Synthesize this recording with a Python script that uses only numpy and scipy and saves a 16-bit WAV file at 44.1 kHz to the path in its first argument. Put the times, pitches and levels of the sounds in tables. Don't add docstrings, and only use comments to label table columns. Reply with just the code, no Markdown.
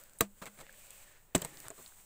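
import sys
import numpy as np
from scipy import signal
from scipy.fft import rfft, irfft
from scipy.io import wavfile
from scipy.ndimage import uniform_filter1d

SR = 44100
rng = np.random.default_rng(int(sys.argv[2]) if len(sys.argv) > 2 else 0)


def volts_from_decibels(level):
    exponent = np.asarray(level, float) / 20
    return 10 ** exponent


def materialize(psi):
    bounded = np.clip(np.atleast_2d(psi).T, -1, 1)
    quanta = np.round(bounded * 32767).astype(np.int16)
    wavfile.write(sys.argv[1], SR, quanta)


N = 90404

# (frequency [Hz], density [dB per Hz])
AIR_SPECTRUM = [(20, 23), (45, 2.5), (90, 7), (300, -3), (1000, -5), (2000, -24), (5000, -28), (16000, -12)]
AIR_DB = -61.5

# (time [s], rustle level [dB], scrape level [dB], scrape pitch [Hz])
MOVEMENT = [(0, -59, -66.5, 1280), (.05, -67, -69, 1520), (.3, -70, -87, 1510), (.42, -68.5, -74.5, 1530),
            (.55, -63.5, -74.5, 1515), (.63, -67, -65, 1800), (.7, -70.5, -65, 2050),
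            (.8, -57.5, -69, 2570), (.95, -59.5, -66.5, 2500), (1.08, -64.5, -65.5, 1760),
            (1.171, -72.5, -66.5, 1700), (1.25, -72, -79, 1770), (1.34, -80, -74.5, 1780),
            (1.4, -61, -64, 1800), (1.63, -58, -63, 1800), (1.73, -64.5, -71.5, 1400),
            (1.8, -56.5, -73, 1500), (2.05, -63.5, -110, 1508)]
# (time [s], level [dB])
HOLLOW_LEVEL = [
    (0, -70),
    (.2, -76),
    (.35, -85),
    (.62, -70.5),
    (.8, -70),
    (1.1, -73),
    (1.25, -86),
    (1.45, -73),
    (1.7, -74),
    (2.05, -88),
]
# (frequency [Hz], density [dB per Hz])
RUSTLE_SPECTRUM = [(60, 4), (300, -11.5), (700, 1), (2000, -0.5), (5000, -4), (10000, -1.5), (16000, -2.5)]
SCRAPE_WIDTH_HZ, HOLLOW_HZ, HOLLOW_WIDTH_HZ = 1650, 559, 41
CORE_WIDTH_HZ, CORE_DB = 96, -5.5
WAVER, SWAY_DB, SWAY_S = 0.042, 1.5, 0.026

# (time [s], peak level [dB], pitch [Hz],
# length [cycles])
TICKS = [(0.0374, -39, 14500, 10), (0.187, -35, 10200, 10), (0.6667, -33.5, 2300, 0.7),
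         (0.63, -42, 1620, 1.2), (0.6937, -39, 1660, 6.2), (0.741, -46.5, 1800, 3.7),
         (1.5724, -31, 4700, 2.1), (1.6832, -29.5, 1320, 1.02), (1.6662, -38, 1700, 3),
         (1.7034, -34, 440, .8), (1.364, -27, 1900, 4), (1.3502, -13, 2630, 1), (.2525, -45, 2400, 2),
         (.2076, -14, 1900, 2.5), (1.7036, -40, 1700, 2), (.4675, -41, 2250, 8), (.4655, -44, 3350, 9),
         (.4235, -39, 1200, 4), (.424, -46, 3900, 10), (1.878, -41.5, 7500, 3.9), (.4575, -40, 2400, 1.8),
         (1.8621, -32.5, 4160, 3.1), (1.922, -49.5, 1480, 4.4), (2.001, -47.5, 2230, 1.8),
         (1.4185, -35, 8100, 11), (1.4198, -33, 7500, 14), (1.4482, -32.5, 8250, 16), (1.422, -39, 1800, 9),
         (1.4225, -34.5, 3140, 10), (1.7034, -31.5, 7600, 4.7)]

# (time [s], peak level [dB], lower edge [Hz], T60 [s])
SNAPS = [(0.0379, -44, 3500, 0.005), (0.0963, -45, 1000, .004), (0.1348, -46, 3000, 0.0045),
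         (0.1874, -38, 7000, 0.034), (0.727, -38.5, 8100, 0.006), (0.9064, -35, 4500, 0.0093),
         (1.38, -30.5, 4010, 0.0097), (1.6028, -29, 3770, 0.005), (1.6833, -28.5, 4000, 0.004),
         (1.7035, -48, 301, 0.0039), (1.4185, -25, 4500, 0.01), (1.4480, -27, 4000, 0.012),
         (.4567, -36.5, 2000, 0.0086), (1.8265, -39, 6070, 0.006)]
SNAP_TOP_HZ = 14500

# (time [s], level [dB], rise [s], hold [s], T60 [s])
BLOWS = [
    (.2074, -23.5, 0.0014, 0.00082, 0.025),
    (1.3470, -25, 0.0024, 0.0086, 0.026),
]
# (level [dB], T60 [s])
AFTER_SPRAY = [
    (-32, 0.11),
    (-43.5, 0.45),
]
# (frequency [Hz], density [dB per Hz])
GRIT_SPECTRUM = [(100, 20), (500, 17), (2000, 9), (5000, 2.5), (10000, 0), (16000, -5)]
# (frequency [Hz], level [dB], T60 [s])
FIRST_MODES = [(105, 0, 0.04), (330, 1.5, 0.071), (454.5, 1, 0.063), (651, 0, 0.073), (917, -5.5, 0.039),
               (1116, 0, 0.045), (1222, 2, 0.047), (1595, -5, 0.04), (1820, -5, 0.043), (2000, -8, 0.049),
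               (2286, -8, .04), (2465, -10, 0.042), (3080, -6.5, 0.029), (3923, 7.5, 0.018)]
# (frequency [Hz], level [dB], T60 [s])
SECOND_MODES = [(105, -10, 0.06), (177, -1, 0.092), (279, -1, 0.055), (357, -3, 0.063), (425, -11, 0.048),
                (590, -9, 0.035), (650, -8, 0.042), (720, -10, 0.043), (830, -10, 0.035),
                (1089, -8.5, 0.039), (1770, -14, 0.048), (2060, -17.5, 0.065), (2967, -7, 0.026),
                (4700, -17, 0.018)]
# (frequency [Hz], level [dB], T60 [s])
BLADE_MODES = [
    [(7200, -61, .03), (7250, -27, 0.022), (8550, -17.5, 0.0077), (14210, -14, 0.008), (15500, -18, .008),
     (13300, -21, 0.011), (10380, -29.5, 0.016)],
    [(7310, -33, 0.02), (7700, -25, 0.019), (8840, -45, 0.012), (14300, -41, 0.013), (2330, -34, .025),
     (3390, -28.5, 0.035), (3870, -30, .025), (5080, -28, 0.021), (6240, -27, 0.022), (8160, -28, 0.019)],
]
MODE_LAG_S = [.0005, .0028]
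MODES_DB, PUSH_S = [-26.5, -19], [0.00096, 0.002]
IN_STEP_BELOW_HZ = 800

# (time [s], level [dB], pitch [Hz], rise [s], T60 [s])
KNOCKS = [(.214, -34.5, 201, 0.0048, 0.23), (0.1977, -49, 3920, 0.001, 0.018),
          (1.3580, -30, 278, 0.0024, 0.03), (1.375, -34, 379, .004, 0.059),
          (.418, -39.5, 186, 0.0054, 0.067), (0.474, -52, 204, 0.014, 0.3),
          (0.585, -51.5, 154.6, 0.0048, 0.22), (.68, -60, 205.4, 0.066, 0.56),
          (1.419, -28, 173, 0.0079, 0.04), (1.445, -35, 156, 0.0029, 0.072),
          (1.469, -58.5, 159.6, 0.053, 0.89), (1.48, -66, 388, .02, 1), (1.662, -41.5, 101, 0.0046, 0.049),
          (1.79, -39.5, 390, 0.012, 0.039)]

# (time [s], length [s], mud body level [dB], spray level [dB], body pitch [Hz])
CLODS = [(0.4156, 0.019, -51.5, -51, 596), (0.432, 0.023, -55.5, -57, 800), (0.4975, .003, -61, -62, 900),
         (0.422, 0.0071, -46.5, -59, 890), (0.4561, 0.0055, -51.5, -49.5, 700),
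         (0.4626, 0.0093, -50.5, -51.5, 1540), (0.47, 0.016, -53, -54, 1154),
         (0.5876, 0.019, -61.5, -58, 1090), (0.574, 0.029, -73, -61, 930),
         (0.601, 0.011, -58.5, -57.5, 1200), (.609, 0.015, -63.5, -54.5, 1300),
         (0.612, 0.021, -56.5, -80, 448), (1.382, 0.0037, -63, -64, 1500),
         (1.419, 0.0073, -46.5, -50, 2300), (1.417, 0.015, -44.5, -55, 480), (1.4408, .005, -58, -50, 1490),
         (1.4477, 0.0077, -44, -41.5, 907), (1.455, 0.01, -55, -56, 905), (1.641, 0.023, -58, -68, 890),
         (1.654, 0.01, -61, -65, 1400), (1.665, 0.016, -55, -66, 1200), (1.464, 0.15, -63, -70, 278),
         (1.704, 0.013, -50.5, -58, 506), (1.779, 0.031, -57.5, -62, 467)]
# (frequency [Hz], width [Hz], level [dB])
SPLAT_BANDS = [(1200, 140, -3), (2160, 210, -2), (3290, 300, -6.5), (4000, 220, -7.5)]
# (frequency [Hz], density [dB per Hz])
SPLAT_SPECTRUM = [(100, 16), (500, 17), (2000, 6.5), (4000, -1.5), (5000, 0), (10000, 1.5), (16000, -4)]
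ATTACK_S = 0.0012
GRAIN_DB, GRAINS_PER_S = 0.5, 5000
POCKET_SPREAD, POCKET_WIDTH, POCKET_DB = 1.118, 0.038, -1

# (frequency [Hz], level [dB])
MIC_RESPONSE = [(4200, -1.5), (5500, -3), (6800, 4), (8100, 10), (9300, 1), (11500, -4), (14600, 3.5),
                (15600, 8)]
EDGE_HZ, ABOVE_EDGE_DB = 15600, -42


def evened(x):
    return x / np.sqrt(np.mean(x ** 2) + 1e-20)


def coloured(x, points):
    hz, db = np.transpose(points)
    bins = np.fft.rfftfreq(8192, 1 / SR)
    log_gain = np.log(volts_from_decibels(np.interp(np.log(bins + 1), np.log(hz + 1), db)))
    cepstrum = irfft(log_gain)
    folded = np.r_[cepstrum[0], 2 * cepstrum[1:4096], np.zeros(4096)]
    impulse = irfft(np.exp(rfft(folded)))[:4096]
    return signal.oaconvolve(x, impulse)[:len(x)]


def resonate(x, hz, width):
    turn = np.exp(2j * np.pi * np.cumsum(hz * np.ones(len(x))) / SR)
    r = np.exp(-np.pi * width / SR)
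    return 2 * (turn * signal.lfilter([1 - r], [1, -r], x / turn)).real


def add(mix, s, sound):
    part = mix[round(s * SR):][:len(sound)]
    part += sound[:len(part)]


def grains(per_s, spread_db):
    size_db = spread_db * np.minimum(rng.exponential(1, N), 4)
    size = volts_from_decibels(size_db) * rng.standard_normal(N)
    return evened(size * (rng.random(N) < per_s / SR))


def rings(t, modes):
    total = 0
    for j, (hz, db, t60) in enumerate(modes):
        sign = 1 if hz < IN_STEP_BELOW_HZ else (-1) ** j
        total = total + sign * volts_from_decibels(db - 60 * t / t60) * np.sin(2 * np.pi * hz * t)
    return total


def air():
    return volts_from_decibels(AIR_DB) * evened(coloured(rng.standard_normal(N), AIR_SPECTRUM))


def movement():
    t = np.arange(N) / SR
    s, rustle_db, scrape_db, hz = np.transpose(MOVEMENT)
    pitch = np.interp(t, s, hz)
    rustle = evened(coloured(grains(30000, spread_db=1), RUSTLE_SPECTRUM))
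    rub = grains(20000, spread_db=1.5)

    def slow(x):
        span = round(SWAY_S * SR)
        return evened(uniform_filter1d(uniform_filter1d(x, span), span))

    sway, wobble = slow(rub[::-1]), slow(rub)
    rustle = rustle * volts_from_decibels(SWAY_DB * sway)
    scrape = evened(resonate(rub, pitch, SCRAPE_WIDTH_HZ))
    core = evened(resonate(rub, pitch * (1 + WAVER * sway), CORE_WIDTH_HZ))
    scrape = scrape + volts_from_decibels(CORE_DB) * core
    hollow = evened(resonate(rub, HOLLOW_HZ * (1 + WAVER * wobble), HOLLOW_WIDTH_HZ))
    hollow = volts_from_decibels(np.interp(t, *np.transpose(HOLLOW_LEVEL))) * hollow
    return volts_from_decibels(np.interp(t, s, rustle_db)) * rustle + volts_from_decibels(np.interp(t, s, scrape_db)) * scrape + hollow


def ticks():
    out = np.zeros(N)
    for s, db, hz, cycles in TICKS:
        u = np.arange(0, 3 * cycles / hz, 1 / SR) * hz / cycles
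        envelope = 6 * u * np.exp(-3.5 * u)
        add(out, s, volts_from_decibels(db) * envelope * np.sin(2 * np.pi * cycles * (u + 0.0072 * u ** 2)))
    return out


def snaps():
    out, t = np.zeros(N), np.arange(600) / SR
    crackles = rng.standard_normal((len(SNAPS), 600))
    for (s, db, hz, t60), crackle in zip(SNAPS, crackles):
        burst = ((t == 0) * 2 + 0.35 * crackle) * volts_from_decibels(db - 60 * t / t60)
        band = signal.butter(2, [hz, SNAP_TOP_HZ], "band", fs=SR)
        add(out, s, signal.lfilter(*band, burst))
    return out


def blows():
    out, t = np.zeros(N), np.arange(SR // 2) / SR
    grit = evened(coloured(rng.standard_normal(N), GRIT_SPECTRUM))
    for k, modes in enumerate([FIRST_MODES, SECOND_MODES]):
        s, db, rise, hold, t60 = BLOWS[k]
        spray_db, spray_t60 = AFTER_SPRAY[k]
        burst = volts_from_decibels(db - 60 * np.maximum(t - rise - hold, 0) / t60)
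        spray = volts_from_decibels(spray_db - 60 * t / spray_t60)
        onset = np.minimum(t / rise, 1) ** 3
        add(out, s, onset * (burst + spray) * grit[k * SR // 2:][:len(t)])
        push = np.minimum(t / PUSH_S[k], 1)
        ringing = volts_from_decibels(MODES_DB[k]) * rings(t, modes) + rings(t, BLADE_MODES[k])
        add(out, s + MODE_LAG_S[k], push * ringing)
    return out


def knocks():
    out, t = np.zeros(N), np.arange(SR // 2) / SR
    for s, db, hz, rise, t60 in KNOCKS:
        add(out, s, (1 - np.exp(-t / rise)) * rings(t, [(hz, db, t60)]))
    return out


def clods():
    out = np.zeros(N)
    wet = grains(GRAINS_PER_S, GRAIN_DB) + 0.29 * rng.standard_normal(N)
    drops = grains(30000, spread_db=1.5)
    spray = evened(coloured(drops, SPLAT_SPECTRUM))
    for hz, width, db in SPLAT_BANDS:
        spray = spray + volts_from_decibels(db - 9) * evened(resonate(drops, hz, width))
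    chance = rng.uniform(-1.054, 1, (len(CLODS), 5))
    for (s, length, body_db, spray_db, hz), picks in zip(CLODS, chance):
        t, at = np.arange(0, 3 * length, 1 / SR), round(s * SR)
        shape = np.minimum(t / ATTACK_S, 1) * volts_from_decibels(-9 * (t / length) ** 2)
        lump = wet[at:][:len(t)] * shape
        body = resonate(resonate(lump, hz, 1.16 * hz), hz, 1.16 * hz)
        pocket_hz = hz * np.exp(POCKET_SPREAD * picks)
        pockets = sum(evened(resonate(lump, f, POCKET_WIDTH * f)) for f in pocket_hz)
        mud = evened(body) + volts_from_decibels(POCKET_DB) * evened(pockets)
        add(out, s, volts_from_decibels(body_db) * np.sqrt(np.mean(shape ** 2)) * mud)
        add(out, s, volts_from_decibels(spray_db) * shape * spray[at:][:len(t)])
    return out


def scene():
    return (air() + movement() + ticks() + snaps() + blows() + knocks() + clods())[None]


def low_pass(x):
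    return signal.sosfilt(signal.butter(12, 16810, fs=SR, output="sos"), x)


def record(dry):
    heard = coloured(dry[0], MIC_RESPONSE)
    edge = signal.firwin(801, EDGE_HZ, window=("kaiser", 9), fs=SR)
    low = signal.oaconvolve(heard, edge, "same")
    mix = low + volts_from_decibels(ABOVE_EDGE_DB) * (heard - low)
    return low_pass(mix[None])


dry = scene()
out = record(dry)
materialize(out)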